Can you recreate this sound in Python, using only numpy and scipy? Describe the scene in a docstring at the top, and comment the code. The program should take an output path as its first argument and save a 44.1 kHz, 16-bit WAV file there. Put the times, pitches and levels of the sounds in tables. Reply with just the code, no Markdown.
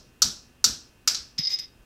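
"""Hammer and punch at a bench vice

A hammer taps a steel punch in a fitting that rests on a vice, in a small, quiet workshop.
After the tail of an earlier blow, three even blows ring the steel and shake the bench; the last
frees the punch, which rattles. Then the loosened metal is drawn off: it knocks, clinks, scrapes
and sings on one high note."""
import sys
import numpy as np
from scipy import signal
from scipy.fft import rfft, irfft
from scipy.io import wavfile
from scipy.ndimage import uniform_filter1d

SR = 44100
rng = np.random.default_rng(int(sys.argv[2]) if len(sys.argv) > 2 else 0)


def store_pcm(level_fs):
    """Save levels as 16-bit WAV."""
    pcm = np.round(np.clip(level_fs, -1, 1) * 32767).astype(np.int16)
    wavfile.write(sys.argv[1], SR, np.atleast_2d(pcm).T)


N = 81585
T = np.arange(SR) / SR  # one second, the clock of a single hit
SCENE_T = np.arange(N) / SR


def amp(db):
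    """Decibels to gain."""
    return 10 ** (np.asarray(db) / 20)


def unit(x):
    """Scales to rms 1."""
    return x / np.sqrt(np.mean(x ** 2) + 1e-20)


def fade(t60):
    """Exponential decay, 60 dB down after t60 seconds."""
    return np.exp(-np.log(1000) * T / max(t60, 1e-4))


def attack(rise_s):
    """Linear ramp up to full level."""
    return np.minimum(T / rise_s, 1)


def add(mix, s, sound):
    """Mixes a sound in at time s."""
    at = round(s * SR)
    sound = sound[max(-at, 0):]
    part = mix[max(at, 0):][:len(sound)]
    part += sound[:len(part)]


def colour(x, points):
    """Minimum-phase EQ through (frequency [Hz], gain [dB]) points."""
    hz, db = np.transpose(points)
    size = 4096
    bin_hz = abs(np.fft.fftfreq(size, 1 / SR))
    log_gain = np.log(amp(np.interp(np.log(bin_hz + 1), np.log(hz + 1), db)))
    response = np.exp(np.conj(signal.hilbert(log_gain)))
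    taps = np.fft.ifft(response).real[:size // 2]
    return signal.fftconvolve(x, taps)[:len(x)]


def noise(points, size=SR):
    """Coloured noise of rms 1."""
    return unit(colour(rng.standard_normal(size + SR), points)[SR:])


def burst(envelope, points, smooth_hz=500):
    """A noise transient, flattened across frequency and then coloured; its rms follows the envelope."""
    spectrum = rfft(envelope * rng.choice([-1, 1], SR))
    power = abs(uniform_filter1d(abs(spectrum) ** 2, smooth_hz))
    flat = irfft(spectrum / np.sqrt(power + 1e-20), SR) * (T < .5)
    eq_gain = np.linalg.norm(colour(signal.unit_impulse(SR), points))
    return colour(flat, points) * np.linalg.norm(envelope) / eq_gain


def drift(hz):
    """Random motion of rms 1, mostly slower than hz."""
    rolloff = np.exp(-(np.fft.rfftfreq(N, 1 / SR) / hz) ** 2)
    return unit(irfft(rfft(rng.standard_normal(N)) * rolloff, N))


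def ring(modes):
    """Struck modes, each dying at its own speed."""
    return sum(amp(db) * fade(t60) * np.sin(2 * np.pi * hz * T) for hz, db, t60 in modes)


# early reflections off near surfaces: (delay [s], level [dB])
ECHOES = [(.0023, -2), (.0056, -1.5), (.0089, -6), (0.0106, -8.5), (0.015, -17.5)]
# EQ of those reflections: (frequency [Hz], gain [dB])
ECHO_EQ = [(1000, -7), (4000, 1), (6500, 0), (9000, -2), (15000, -7.5)]


def reflected(x):
    """A short sound followed by its coloured returns from near surfaces."""
    out, bounce = x.copy(), colour(x, ECHO_EQ)
    for delay, db in ECHOES:
        add(out, delay, amp(db) * bounce)
    return out


def echoed(envelope):
    """Envelope of a transient and its early reflections, summed in power."""
    power = envelope ** 2
    for delay, db in ECHOES:
        add(power, delay, (amp(db) * envelope) ** 2)
    return np.sqrt(power)


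# reverb time of the workshop: (frequency [Hz], t60 [s])
ROOM_T60 = [(150, 0.97), (1000, 0.39), (3000, 0.34), (5500, 0.36), (9000, 0.32), (15000, .24)]


def room_decay(x, rise_s=.004):
    """Lets a sound build up and die away as the room does, band by band."""
    bin_hz, t, bands = signal.stft(x, SR, nperseg=256)
    hz, t60 = np.transpose(ROOM_T60)
    band_t60 = np.interp(np.log(bin_hz + 1), np.log(hz), t60)
    bands = bands * np.exp(-np.log(1000) * t / band_t60[:, None])
    return signal.istft(bands, SR, nperseg=256)[1][:SR] * (1 - np.exp(-T / rise_s))


def with_reverb(x, send_db):
    """A sound plus the diffuse reverb of the workshop."""
    tail = room_decay(rng.standard_normal(SR))
    return x + amp(send_db) * signal.fftconvolve(x, tail / np.linalg.norm(tail))[:N]


# EQ of the workshop hush: (frequency [Hz], gain [dB])
HUSH_EQ = [(20, -6), (55, 3), (95, -5), (125, -2.5), (190, -8), (245, -2.5), (310, -10.5), (450, -11.5),
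           (600, -16.5), (1200, -17.5), (1600, -20), (2200, -22.5), (2800, -21.5), (3700, -25.5),
           (8000, -29.5), (15500, -33.5)]
# partials of the whine: (frequency [Hz], rms level [dB])
WHINE = [(119, -70), (356, -74), (1528, -80), (1706, -81), (1764, -81.5), (2526, -76), (2645, -81.5),
         (2762, -76), (3114, -81)]


def room_tone(hush_db=-58.5):
    """A steady bed of hush with a faint whine, as of a small fan."""
    whine = sum(amp(db) * unit(np.sin(2 * np.pi * (hz * SCENE_T + rng.random()))) for hz, db in WHINE)
    return amp(hush_db) * noise(HUSH_EQ, size=N) + whine


# EQ of a steel-on-steel impact: (frequency [Hz], gain [dB])
CRACK_EQ = [(200, -33), (700, -38.5), (1000, -26), (1300, -11.5), (1700, -25.5), (2400, -23.5), (3300, -17),
            (4500, -5), (5600, -2), (6600, -7), (7300, -7), (8700, -23), (12000, -20), (16000, -29)]


def crack(db=-5, t60=.0081, rise_s=.00025):
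    """The bright transient of steel striking steel."""
    return burst(amp(db) * fade(t60) * attack(rise_s), CRACK_EQ)


# hollow knock of the punch at first contact: (frequency [Hz], level [dB], t60 [s])
TOCK_MODES = [(1150, -33.5, 0.04), (1328, -20, 0.024), (1453, -28.5, .035)]
# ring of punch, hammer and vice: (frequency [Hz], level [dB], t60 [s])
STEEL_MODES = [(2735, -28, .06), (3758, -29, .11), (4048, -26, .1), (4565, -20, .12), (4808, -23, .1),
               (5027, -23, .1), (5191, -23, .1), (5302, -23, .06), (5630, -22, .06), (5726, -22, .18),
               (6072, -23, .1), (6280, -28, .09), (6886, -26, .07), (7290, -30, .14), (8220, -43, .25)]
# EQ of the room tail after a hit: (frequency [Hz], gain [dB])
TAIL_EQ = [(200, -30), (700, -23), (1050, -19), (1400, -9.5), (2000, -20.5), (3000, -12.5), (4000, -3),
           (5600, 2.5), (6800, -7), (8100, -11), (8700, -20), (12500, -20.5), (16000, -31.5)]
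# EQ of the bench's shudder: (frequency [Hz], gain [dB])
BENCH_EQ = [(20, -16), (60, 3), (130, -6), (260, -2), (330, -8), (600, -20), (1500, -53.5)]
# hammer blows: (time [s], level [dB], ring trim [dB], low-mid EQ [dB], mid EQ [dB],
# presence EQ [dB], top EQ [dB], bench trim [dB])
BLOWS = [(-.2, 2, 0, 10.5, -9, 0, 0, 4), (0.2207, 1.5, -2, 2.5, -2, -0.5, 1.5, 1),
         (0.6427, 2, -1.5, -1, 0, -1, 1.5, 0.5), (1.0761, -2, -1.5, 5, 10, 6, 3.5, -11)]


def hammer(contact_lead_s=.0012, contact_db=-10, clang_db=-22, tail_db=-22.5, shudder_db=-32.5):
    """Each blow makes contact, cracks, clangs, rings the steel, fills the room and shakes the bench."""
    out = np.zeros(N)
    clang = burst(amp(clang_db) * fade(t60=.05), CRACK_EQ)
    walls = noise(TAIL_EQ)  # the part of the tail that all blows share
    steel = ring(STEEL_MODES) * (1 - np.exp(-T / .0026))  # the ring blooms in a few milliseconds
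    tock = ring(TOCK_MODES) * attack(contact_lead_s)
    for s, db, ring_db, low_mid_db, mid_db, presence_db, top_db, bench_db in BLOWS:
        hit = reflected(crack()) + clang + amp(ring_db) * steel
        hit += amp(tail_db) * room_decay(unit(walls + noise(TAIL_EQ)))
        eq = [(600, low_mid_db), (1300, 0), (2200, mid_db), (3300, 0), (4200, 0),
              (4900, presence_db), (5800, 0), (12000, top_db)]
        add(out, s, amp(db) * colour(hit, eq))
        contact = amp(contact_db) * crack() + amp(ring_db) * tock
        add(out, s - contact_lead_s, amp(db) * contact)
        shudder = noise(BENCH_EQ) * attack(rise_s=.055) * fade(t60=.32)
        add(out, s, amp(shudder_db + bench_db) * shudder)
    return out


# bounces of the freed punch: (time [s], level [dB])
RATTLES = [(1.1466, -9.5), (1.1482, -13.5), (1.1656, -18.5)]
# EQ of a bounce: (frequency [Hz], gain [dB])
RATTLE_EQ = [(1000, -2.5), (2500, 0.5), (4500, -0.5), (6000, -4.5), (9000, -5.5), (15000, -17)]


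def punch_rattle(tail_db=-24):
    """The freed punch rattles: quick, lighter cracks, each with a room tail."""
    out = np.zeros(N)
    for s, db in RATTLES:
        bounce = reflected(crack()) + amp(tail_db) * room_decay(noise(TAIL_EQ))
        add(out, s, amp(db) * colour(bounce, RATTLE_EQ))
    return out


# dull knocks on the bench: (time [s], pitch [Hz], level [dB], t60 [s])
KNOCKS = [(1.392, 158, -23, 0.048), (1.393, 240, -33, .035), (1.2, 67, -39, .13), (1.79, 43, -42.5, .2)]


def knocks():
    """Short low thuds as the hand moves the fitting about on the vice."""
    out = np.zeros(N)
    for s, hz, db, t60 in KNOCKS:
        soft_onset = 1 - np.exp(-2 * T * hz)
        add(out, s, ring([(hz, db, t60)]) * soft_onset)
    return out


# ring-out of the loose metal: (frequency [Hz], level [dB], t60 [s])
LOOSE_MODES = [(2063, -34, 0.36), (3760, -25.5, 0.37), (5160, -14, 0.058), (4730, -19, 0.23),
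               (12550, -35.5, 0.14)]
# EQ of its ticks and scrapes: (frequency [Hz], gain [dB])
RASP_EQ = [(300, -29), (1600, -24), (2000, -12), (2900, -15.5), (3800, -7), (4400, -12.5), (5100, 0),
           (5900, -7), (7500, -27), (11500, -43), (14300, -36), (16000, -47.5)]
# it touches the fitting: (time [s], tick trim [dB], ping level [dB], ping pitch [Hz], treble [dB])
CLINKS = [(1.3798, -6.5, -38, 5250, -1), (1.3836, -3, -18, 5184, 1.5), (1.3892, -21, -17.5, 5064, 4.5),
          (1.4352, -30, -20, 5043, -9.5), (1.451, -15.5, -16, 5005, -6),
          (1.4708, -18.5, -15.5, 5060, -15.5), (1.4942, -11, -40.5, 5060, 7.5),
          (1.5049, -12, -23.5, 5070, 4.5), (1.516, -6.5, -28.5, 5070, 2.5), (1.5886, -7.5, -24.5, 5080, 9)]


def clinks(tick_db=-22):
    """Light contacts tick and ping the loose metal, which the hand damps quickly."""
    out = np.zeros(N)
    onset = attack(rise_s=.00027)
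    tick_envelope = amp(tick_db) * echoed(fade(t60=.0091))
    ping_envelope = echoed(onset * fade(t60=.015))
    ring_out = onset * ring(LOOSE_MODES)
    for s, trim_db, ping_db, hz, treble_db in CLINKS:
        tick = amp(trim_db) * burst(tick_envelope, RASP_EQ)
        ping = amp(ping_db) * (ping_envelope * np.sin(2 * np.pi * hz * T) + ring_out)
        shelf = [(5600, 0), (7500, treble_db)]  # sits above the main ring
        add(out, s, colour(tick + ping, shelf))
    return with_reverb(out, send_db=-15.5)


# modes that friction keeps singing: (frequency [Hz], relative level [dB], rms wander [Hz])
SINGING_MODES = [(5072, 0, 20), (3745, -26, 60), (12560, -38, 30)]
# automation of the slide: (time [s], rasp level [dB], singing level [dB], rasp treble [dB])
SLIDE = [(1.381, -44, -67.5, -6), (1.39, -43, -47.5, -1), (1.405, -35, -38.5, -21),
         (1.43, -40, -34.5, -11.5), (1.449, -47, -33, -9), (1.48, -39.5, -34.5, -0.5),
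         (1.492, -43, -51, -1), (1.514, -40, -40, 3), (1.53, -34, -26, 1), (1.544, -35, -21, 5.5),
         (1.557, -42, -35, 4), (1.566, -45, -50, -8), (1.584, -49.5, -49, -11), (1.599, -41, -31.5, 6),
         (1.612, -43, -43.5, -27), (1.646, -46.5, -43, -3), (1.665, -78, -58.5, -10), (1.69, -62, -69, -9)]


def slide(slips_per_s=1100, spread_db=4, shelf_hz=6500):
    """Tiny slips rasp as steel slides on steel, and keep a few modes singing."""
    s, rasp_db, singing_db, treble_db = np.transpose(SLIDE)
    slipping = rng.random(N) < slips_per_s / SR
    slips = slipping * amp(spread_db * rng.standard_normal(N)) * rng.choice([-1, 1], N)
    rasp = unit(colour(slips, RASP_EQ)) * np.interp(SCENE_T, s, amp(rasp_db), 0, 0)
    treble = signal.sosfiltfilt(signal.butter(6, shelf_hz, "high", fs=SR, output="sos"), rasp)
    rasp += treble * (amp(np.interp(SCENE_T, s, treble_db)) - 1)
    note = np.zeros(N)
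    for hz, db, wander_hz in SINGING_MODES:
        pitch = hz + wander_hz * drift(hz=148)
        note += amp(db) * np.sin(2 * np.pi * np.cumsum(pitch) / SR)
    flutter = 1 + .2 * drift(hz=250)
    singing = unit(note * flutter) * np.interp(SCENE_T, s, amp(singing_db), 0, 0)
    return with_reverb(rasp + singing, send_db=-21)


def squeak(start_s=1.493, length_s=.07, hz=14400, width_hz=220, db=-59):
    """A faint, very high stick-slip squeak just before the metal comes clear."""
    progress = (SCENE_T - start_s) / length_s
    arch = np.sqrt(np.maximum(1 - (2 * progress - 1) ** 2, 0))
    narrow_band = unit(drift(width_hz) * np.sin(2 * np.pi * hz * SCENE_T))
    return amp(db) * arch * narrow_band


def scene():
    """All sources in one mono mix."""
    return (hammer() + punch_rattle() + clinks() + slide() + squeak() + knocks() + room_tone())[None]


def record(dry):
    """Soft clipping on the peaks, then a steep low-pass."""
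    ceiling, cutoff_hz = amp(-2.5), 15900
    soft = dry / (1 + (dry / ceiling) ** 4) ** (1 / 4)
    lowpass = signal.firwin(255, cutoff_hz, window=("kaiser", 9), fs=SR)
    return signal.oaconvolve(soft, lowpass[None], "same")


dry = scene()
out = record(dry)
store_pcm(out)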